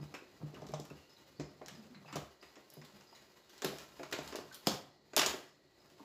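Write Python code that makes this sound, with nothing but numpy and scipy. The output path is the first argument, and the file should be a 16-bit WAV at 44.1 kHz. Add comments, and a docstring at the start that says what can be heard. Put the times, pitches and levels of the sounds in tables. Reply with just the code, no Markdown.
"""Small bare room: a metal tray with a circuit board is turned in the hands, laid into a metal chassis.
Case knocks and bench booms are decaying modes; metal clicks are dying noise plus sheet ringing.
Sliding hands are random slips driving case and sheet; faint chirps are narrow fading noise.
Shudders are short wavering hums. Sparse echoes and steady, softly fluttering room air surround it."""
import sys
import numpy as np
from scipy import signal
from scipy.fft import rfft, irfft
from scipy.io import wavfile
from scipy.ndimage import uniform_filter1d

SR = 44100
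rng = np.random.default_rng(int(sys.argv[2]) if len(sys.argv) > 2 else 0)


def voltage_ratio(level):
    """Linear amplitude factor for a level in decibels (scalar or array-like)."""
    return 10 ** (np.asarray(level, float) / 20)


def generate_wav(sig):
    """Save sig (samples, or channels by samples) to the path in sys.argv[1] as 16-bit PCM at SR."""
    pcm = np.round(np.clip(np.atleast_2d(sig).T, -1, 1) * 32767).astype(np.int16)
    wavfile.write(sys.argv[1], SR, pcm)


N = 266716

# room air, relative spectrum: [f/Hz, level/dB]
AIR_SPECTRUM = [(18, -53), (30, 13.5), (145, -9.5), (245, -18.5), (364, 10), (461, -4.5), (526, 4),
                (1280, -17), (5040, -34), (7270, -18), (8980, -26.5), (14800, -36), (16000, -54)]
# soft background resonances: [f/Hz, width/Hz, rms level/dB]
WHISTLES = [(350, 94, -74), (1945, 59, -78), (4270, 490, -73.5)]
# hands sliding, breakpoints: [t/s, case drag level/dB, tray scrape level/dB]
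SLIDING = [(0.0, -50.5, -58), (0.27, -66, -62), (0.6, -51, -61), (0.8, -53.5, -62), (1.1, -71.5, -60),
           (1.5, -61, -65.5), (1.84, -58.5, -59), (2.03, -62.5, -66.5), (2.08, -63, -59), (2.21, -46, -53),
           (2.36, -85, -64), (2.9, -67, -60.5), (3.49, -76, -61), (3.75, -70, -50), (4.09, -59.5, -57.5),
           (4.28, -61, -48), (4.47, -59, -57.5), (4.64, -75, -54.5), (4.72, -49.5, -42.5), (4.95, -69, -79),
           (5.31, -56.5, -40), (5.551, -73.5, -71.5), (6.05, -65, -60)]
# plastic case modes: [f/Hz, level/dB, t60 as factor on the given ring time]
CASE_MODES = [(215, 0.5, 1.33), (289.4, 6, 0.92), (364.2, 1, 0.93), (402, 2, 0.62), (519.4, 2.5, 0.78),
              (616.5, 0.5, 1.07), (686, 5.5, 0.5), (780.6, -1, 0.63), (901, 3.5, 0.42), (1109, 1, 0.57),
              (1198, -7, 1.6), (1565, -9, 0.68)]
# sheet-metal modes that stand out of the dense crowd: [f/Hz, level/dB, t60/s]
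TRAY_MODES = [(2600, -5, .1), (2940, 18, 0.18), (3800, 11, 0.28), (4630, 14.5, 0.12), (5130, 42, 0.0093),
              (6800, 9, 0.11)]
# dull case knocks: [t/s, peak level/dB, centre of blow f/Hz, ring t60/s, focus/(dB/octave^2)]
KNOCKS = [(0.001, -43.5, 228, 0.077, 13), (0.139, -39.5, 393, 0.065, 8), (0.222, -44.5, 404, 0.053, 21),
          (0.413, -46, 360, 0.17, 1), (0.433, -37, 202, 0.087, 15), (0.536, -42.5, 393, 0.13, 29),
          (0.567, -44.5, 1320, 0.043, 23), (0.62, -36.5, 513, 0.056, 11), (0.649, -40, 290, 0.066, 13),
          (0.691, -39.5, 400, 0.1, 15), (0.736, -25.5, 666, 0.047, 13), (0.796, -34.5, 287, 0.077, 28),
          (0.908, -39, 290, 0.18, 4), (1.396, -30.5, 380, 0.078, 4.5), (1.613, -38.5, 470, 0.12, 6.5),
          (2.046, -47.5, 645, 0.15, 6), (2.129, -44, 215, 0.23, 38), (2.156, -28, 510, 0.058, 11),
          (2.166, -28.5, 383, 0.057, 1.5), (2.211, -48, 450, 0.063, 0), (2.427, -47, 347, 0.12, 1),
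          (2.566, -44.5, 390, 0.16, 2.5), (2.768, -44, 305, 0.15, 3), (3.124, -49.5, 840, 0.3, 15),
          (3.62, -32, 463, 0.58, 8.5), (3.644, -26, 290, 0.207, 5), (3.731, -36, 514, 0.047, 7),
          (3.993, -37, 448, 0.34, 11), (4.123, -30, 435, 0.17, 23), (4.187, -29, 470, 0.036, 5.5),
          (4.215, -43, 420, 0.04, 11), (4.324, -36.5, 385, 0.15, 20), (4.348, -28, 490, 0.045, 7),
          (4.362, -36, 473, 0.078, 11), (4.386, -31.5, 440, 0.03, 3), (4.671, -19.5, 215, 0.039, 25),
          (4.672, -23, 560, 0.062, 10), (5.133, -37.5, 463, 0.08, 15), (5.168, -19, 590, 0.063, 17),
          (5.183, -25.5, 292, 0.12, 31), (5.229, -24, 527, 0.035, 15), (5.265, -27.5, 470, 0.042, 21),
          (5.337, -33.5, 407, 0.17, 10), (5.995, -46.5, 950, 0.32, 31), (6.003, -46.5, 267, 0.45, 25)]
# case bumps on the bench: [t/s, top boom level/dB, leg sway level/dB]
BUMPS = [(0.001, -34.5, -51.5), (0.405, -43, -49), (0.43, -29.5, -68), (0.618, -44, -49), (0.732, -32, -53),
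         (0.799, -45, -66), (0.908, -42.5, -51), (1.391, -33, -47), (1.719, -49, -80), (1.959, -50, -78),
         (2.055, -46, -79), (2.154, -32.5, -42), (2.774, -41.5, -64), (3.642, -35, -51),
         (3.731, -45.5, -76), (4.123, -46.5, -56), (4.186, -42, -50), (4.671, -52, -57),
         (5.185, -44.5, -64.5), (5.904, -58.5, -75)]
# faint chirps and squeaks, slightly rough, fading: [t/s, initial rms level/dB, f/Hz, t60/s]
CHIRPS = [(.01, -65, 5030, 0.32), (0.056, -68, 4030, .37), (.543, -58, 2870, 0.12), (.72, -60, 2300, 0.22),
          (.9, -58, 2660, 0.13), (.97, -68, 2780, 1), (1.021, -75, 4350, .9), (1.095, -62, 5130, .4),
          (1.164, -63, 3980, 0.29), (1.248, -75.5, 2950, 0.2), (1.36, -67, 4560, 0.69),
          (1.415, -63, 5100, 0.64), (1.75, -59, 5060, 0.34), (1.945, -56, 4080, 0.19),
          (1.95, -62, 2070, 0.31), (2.059, -61, 2650, .7), (2.075, -59, 5020, 0.33), (2.08, -53, 820, .5),
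          (2.155, -52, 2210, .2), (2.41, -60.5, 4920, .4), (2.43, -63, 1910, 0.31), (2.48, -66, 4080, .2),
          (2.555, -58.5, 1880, 0.23), (2.73, -65, 4930, 0.8), (3.07, -62, 4930, 0.84),
          (3.145, -63, 3950, 0.36), (3.435, -67, 3830, 0.32), (4.51, -53.5, 1500, 0.29),
          (5.48, -65, 5180, 0.3), (5.8, -68, 5080, 0.47)]
# metal edges meeting: [t/s, level/dB, mid-band offset/dB, treble offset/dB, rattle t60/s]
CLICKS = [(0.141, -33.5, -2, -6.5, 0.17), (0.544, -43, -6.5, -6, 0.22), (0.6182, -49, -13, -29, 0.1),
          (0.667, -41.5, -18, -12, 0.054), (0.6878, -43.5, -16, -9, 0.048), (0.7194, -43, -15, -4, 0.07),
          (0.738, -35, -15, -16, 0.048), (0.7996, -35, -49, -8, 0.026), (0.851, -39, -12, -0.5, 0.04),
          (0.901, -42, -2, -6, 0.068), (1.3978, -37, -9.5, -14, 0.1), (1.6176, -43.5, 5, -18, 0.03),
          (1.661, -37.5, -22, -17, 0.017), (1.6833, -31, -12.5, -9.5, 0.033), (1.9457, -45.5, 0, -27, 0.24),
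          (2.0795, -45, 11, -23, 0.37), (2.127, -32, -4, -13, 0.081), (2.1568, -27, -16.5, -6, 0.097),
          (2.4269, -43.5, -6, -10.5, 0.13), (2.557, -45.5, -10, -36, 0.073),
          (2.702, -35.5, -61, 0.5, 0.016), (2.7377, -32.5, -53, 19, 0.033), (2.768, -55, -15, -30, 0.11),
          (2.8154, -43.5, -5, -12, 0.05), (2.8482, -42.5, -20, -6, 0.071), (3.009, -46.5, -6, -33, 0.03),
          (3.15, -45.5, -14.5, -6, 0.39), (3.495, -44.5, -17, -4, 0.55), (3.5792, -40, -20, -6.5, 0.12),
          (3.62, -26, -14, -11, 0.04), (3.646, -14.5, -15.5, -4.5, 0.043), (3.7844, -33, -22, -9.5, 0.047),
          (3.9956, -40, 1, -4, 0.073), (4.0319, -31.5, -9.5, -12.5, 0.038), (4.1128, -33.5, -15, -5, 0.15),
          (4.1254, -23, -8, -6.5, 0.089), (4.129, -24, -11.5, -11, 0.043), (4.187, -33.5, -8.5, -15, 0.078),
          (4.229, -40, -18, 6, 0.073), (4.276, -34.5, -20, -6.5, 0.069), (4.3245, -34.5, -5, -12, 0.18),
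          (4.3567, -26.5, -13, -5, 0.066), (4.525, -39.5, -23, -5, 0.11), (4.544, -27.5, -22, 3.5, 0.09),
          (4.664, -35, -12, -10, 0.064), (4.67, -10.5, -14, -6, 0.075), (5.1337, -37, -5.5, -19, 0.077),
          (5.165, -4.5, -14.5, 1.5, 0.19), (5.178, -14.5, -13.5, -10, 0.075), (5.1946, -13, -15, -18, 0.07),
          (5.216, -15, -7.5, -8, 0.034), (5.232, -26.5, -6, -3, 0.039), (5.2621, -12.5, -17.5, -7, 0.067),
          (5.901, -51, -16, -11, 0.048), ]
# case pushed along: [start t/s, length/s, rms level at full swell/dB, f/Hz]
SHUDDERS = [(1.7, 0.051, -57, 192), (1.773, 0.065, -51, 223), (1.899, 0.05, -54.5, 232),
            (1.955, 0.037, -53, 198), (2.813, 0.049, -57.5, 230), (2.931, 0.053, -57.5, 214)]
# echo decay: [f/Hz, t60/s]
ROOM_T60 = [(70, 0.11), (200, 0.27), (500, 0.43), (2000, 0.49), (6000, 0.22), (12000, 0.18)]
# microphone response: [f/Hz, level/dB]
MICROPHONE = [(30, -31), (60, -8), (120, -3), (7300, -3.5), (9000, -15.5), (11000, -10.5), (15300, -13.5),
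              (15900, -45)]


def evened(x):
    """Scales to rms 1."""
    return x / np.sqrt(np.mean(x ** 2) + 1e-20)


def read(points, hz):
    """Interpolates a curve on a log-frequency axis."""
    f, value = np.transpose(points)
    return np.interp(np.log(hz + 1), np.log(f + 1), value)


def coloured(x, points):
    """Filters by a spectrum of (f/Hz, level/dB)."""
    hz = np.fft.rfftfreq(len(x), 1 / SR)
    return irfft(rfft(x) * voltage_ratio(read(points, hz)), len(x))


def wander(hz):
    """Slow random drift of rms 1: noise averaged twice over 1/hz."""
    width = int(SR / hz)
    once = uniform_filter1d(rng.standard_normal(N), width)
    return evened(uniform_filter1d(once, width))


def narrow(hz, width_hz):
    """Noise through one resonance, rms 1."""
    resonance = signal.iirpeak(hz, hz / width_hz, SR)
    return evened(signal.lfilter(*resonance, rng.standard_normal(N)))


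def add(mix, s, sound):
    """Mixes a sound in at s seconds."""
    part = mix[max(round(s * SR), 0):][:len(sound)]
    part += sound[:len(part)]


def ring(modes, t):
    """Sum of dying modes; random levels and detuning stand for a random strike spot."""
    hz, db, t60_s = np.transpose(modes)[:, :, None]
    spot = voltage_ratio(1.5 * rng.standard_normal(hz.shape))
    detune = 1 + 0.0168 * rng.standard_normal(hz.shape)
    swings = np.sin(2 * np.pi * hz * detune * t)
    return (spot * voltage_ratio(db - 60 * t / t60_s) * swings).sum(0)


def sheet(t):
    """Thin sheet metal: modes so dense that it rings as dying noise, a few standing out."""
    crowd = rng.standard_normal(len(t)) * voltage_ratio(-60 * t / 0.34)
    return evened(crowd) + 0.25 * evened(ring(TRAY_MODES, t))


def boom(t):
    """Bench-top mode: swings up over milliseconds, then dies."""
    boom_hz, rise_s, t60_s = 148.6, 0.0086, 0.24
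    return np.sin(2 * np.pi * boom_hz * t) * (1 - np.exp(-t / rise_s)) * voltage_ratio(-60 * t / t60_s)


def background():
    """Noise shaped as room air, plus noise in a few fluttering resonances."""
    air_db = -67.5 + wander(1.4)
    out = voltage_ratio(air_db) * evened(coloured(rng.standard_normal(N), AIR_SPECTRUM))
    for hz, width_hz, db in WHISTLES:
        out += narrow(hz, width_hz) * voltage_ratio(db + wander(1.7))
    return out


def sliding():
    """Stick-slip grains drive the case and bench top (drag) and the sheet metal (scrape)."""
    s, *levels = np.transpose(SLIDING)
    drag_db, scrape_db = (np.interp(np.arange(N) / SR, s, c) for c in levels)
    t = np.arange(SR // 4) / SR
    slips_per_s = np.array([[1500], [5000]])  # drag, scrape
    slips = (rng.random((2, N)) < slips_per_s / SR) * rng.standard_normal((2, N))
    slips = slips * voltage_ratio([[2], [2.5]] * wander(60))

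    modes = [(f, d - 4 * np.log2(f / 250), 0.034 * k) for f, d, k in CASE_MODES]
    body = ring(modes, t) + 0.82 * boom(t)
    drag = evened(signal.oaconvolve(slips[0], body)[:N])

    ringing = evened(signal.oaconvolve(slips[1], sheet(t))[:N])
    scrape = slips[1] + ringing * slips[1].std()
    scrape = coloured(scrape, [(500, 0.5), (1200, -3), (7000, -9.5), (9000, -13.0), (14000, -7)])
    return drag * voltage_ratio(drag_db) + evened(scrape) * voltage_ratio(scrape_db)


def knocks():
    """A blow wakes the case modes near its centre frequency."""
    out, t = np.zeros(N), np.arange(SR // 2) / SR
    for s, db, hz, t60_s, focus_db in KNOCKS:
        near = [(f, d - max(focus_db, 1) * np.log2(f / hz) ** 2, max(t60_s, .02) * k)
                for f, d, k in CASE_MODES]
        body = ring(near, t) * (1 + 2.1 * voltage_ratio(-60 * t / 0.056))  # first swings strongest
        body = body * np.minimum(t / 0.0021, 1) ** 2  # blow presses in
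        # each knock is thinned below its own centre frequency
        highpass = signal.butter(3, 0.62 * hz, "high", fs=SR, output="sos")
        body = signal.sosfilt(highpass, body)
        # loose panels flutter
        flutter = evened(uniform_filter1d(rng.standard_normal(len(t)), size=400))
        body = body * voltage_ratio(np.minimum(t / 0.025, 1) * 4.2 * flutter)
        add(out, s, voltage_ratio(db) * body / abs(body).max())
    return out


def bench():
    """Each bump booms in the top and sways the legs, heard as narrow low noise."""
    sway_rise_s, sway_t60_s = 0.048, 0.37
    top, sway, t = np.zeros(N), np.zeros(N), np.arange(SR // 2) / SR
    for s, boom_db, sway_db in BUMPS:
        add(top, s, voltage_ratio(boom_db) * boom(t))
        add(sway, s, voltage_ratio(sway_db - 60 * t / sway_t60_s) * np.minimum(t / sway_rise_s, 1))
    return top + narrow(73, 6.3) * sway


def chirps():
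    """Faint chirps and squeaks: narrow noise, a slightly rough tone that starts fast and fades."""
    out, t = np.zeros(N), np.arange(SR // 3) / SR
    width_hz, rise_s = 95, 0.0016
    end_fade = np.clip((t[-1] - t) / .1, 0, 1)
    for s, db, hz, t60_s in CHIRPS:
        resonance = signal.iirpeak(hz, hz / width_hz, SR)
        noise = rng.standard_normal(2 * len(t))
        tone = evened(signal.lfilter(*resonance, noise)[len(t):])  # settled half
        decay = voltage_ratio(db - 60 * t / max(t60_s, .03))
        add(out, s, tone * decay * (1 - np.exp(-t / rise_s)) * end_fade)
    return out


def clicks():
    """Sharp tick, short gritty rattle, and the sheet metal ringing on."""
    out, t = np.zeros(N), np.arange(SR // 3) / SR
    for s, db, mid_db, top_db, t60_s in CLICKS:
        roughness = evened(uniform_filter1d(rng.standard_normal(len(t)), 40))
        grit = rng.standard_normal(len(t)) * voltage_ratio(4.3 * roughness)
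        rattle = grit * (voltage_ratio(-60 * t / max(t60_s, .004)) + 0.46 * voltage_ratio(-60 * t / 0.0092))
        rattle = rattle + 1.01 * sheet(t) * rattle.std()

        tone = [(400, mid_db + 0.5), (700, mid_db + 11.5), (1000, mid_db + 16.5), (1600, mid_db + 15),
                (2550, mid_db + 13.5), (3300, 1.5), (8000, -3.5), (9500, top_db), (16000, top_db)]
        spread = rfft(coloured(rattle, tone))
        # each spot of the sheet favours other pitches
        lumps = evened(uniform_filter1d(rng.standard_normal(len(spread)), size=220))
        tick = irfft(spread * voltage_ratio(2.37 * lumps), len(t)) * np.minimum(t / 0.000089, 1)
        # extra treble at the onset
        treble = signal.lfilter(*signal.butter(2, 6000, "high", fs=SR), tick)
        tick = tick + 0.92 * treble * voltage_ratio(-60 * t / 0.036)
        tick = tick * np.clip((t[-1] - t) / .05, 0, 1) ** 2
        nominal_peak = 3.05 * tick[:SR // 200].std()  # from the first 5 ms
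        add(out, s, voltage_ratio(db) * tick / nominal_peak)
    return out


def shudders():
    """Case pushed along: a wavering hum swells and fades."""
    out, waver = np.zeros(N), 1 + 0.028 * wander(24)
    for s, length_s, db, hz in SHUDDERS:
        swell = voltage_ratio(db) * np.hanning(round(length_s * SR)) ** 0.23
        phase = 2 * np.pi * hz * np.cumsum(waver[round(s * SR):][:len(swell)]) / SR
        add(out, s, swell * np.sqrt(2) * np.sin(phase))
    return out


def room(x):
    """Sparse random-sign echoes, each band with its own decay; three tails trade shares."""
    out, turn_rad = np.zeros(N), np.arange(N) / SR * 7
    for k in range(3):
        taps = np.zeros(SR)
        at = np.arange(200, SR - 20, 20)
        taps[at + rng.integers(0, 20, len(at))] = rng.choice([-1., 1.], len(at))
        hz, t, z = signal.stft(taps, SR, nperseg=256)
        decay = voltage_ratio(-60 * t / read(ROOM_T60, hz)[:, None])
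        tail = signal.istft(z * decay, SR, nperseg=256)[1]
        share = np.sqrt(2 / 3) * np.cos(turn_rad + k * np.pi / 3)
        out += signal.oaconvolve(x * share, tail / np.linalg.norm(tail))[:N]
    return out


def scene():
    """Case, bench, metal and hands with echoes, over chirps and background."""
    case, metal, hands = knocks() + shudders(), clicks(), sliding()
    echoes = room(voltage_ratio(-6.5) * case + voltage_ratio(-12.0) * metal + voltage_ratio(-20.5) * hands)
    return (case + bench() + metal + hands + echoes + chirps() + background())[None]


def low_pass(x):
    """Removes everything above the highest recorded frequency."""
    return signal.sosfilt(signal.butter(12, 16640, fs=SR, output="sos"), x)


def record(dry):
    """Microphone response colours the mix."""
    mix = coloured(dry[0], MICROPHONE)[None]
    return low_pass(mix)


dry = scene()
out = record(dry)
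generate_wav(out)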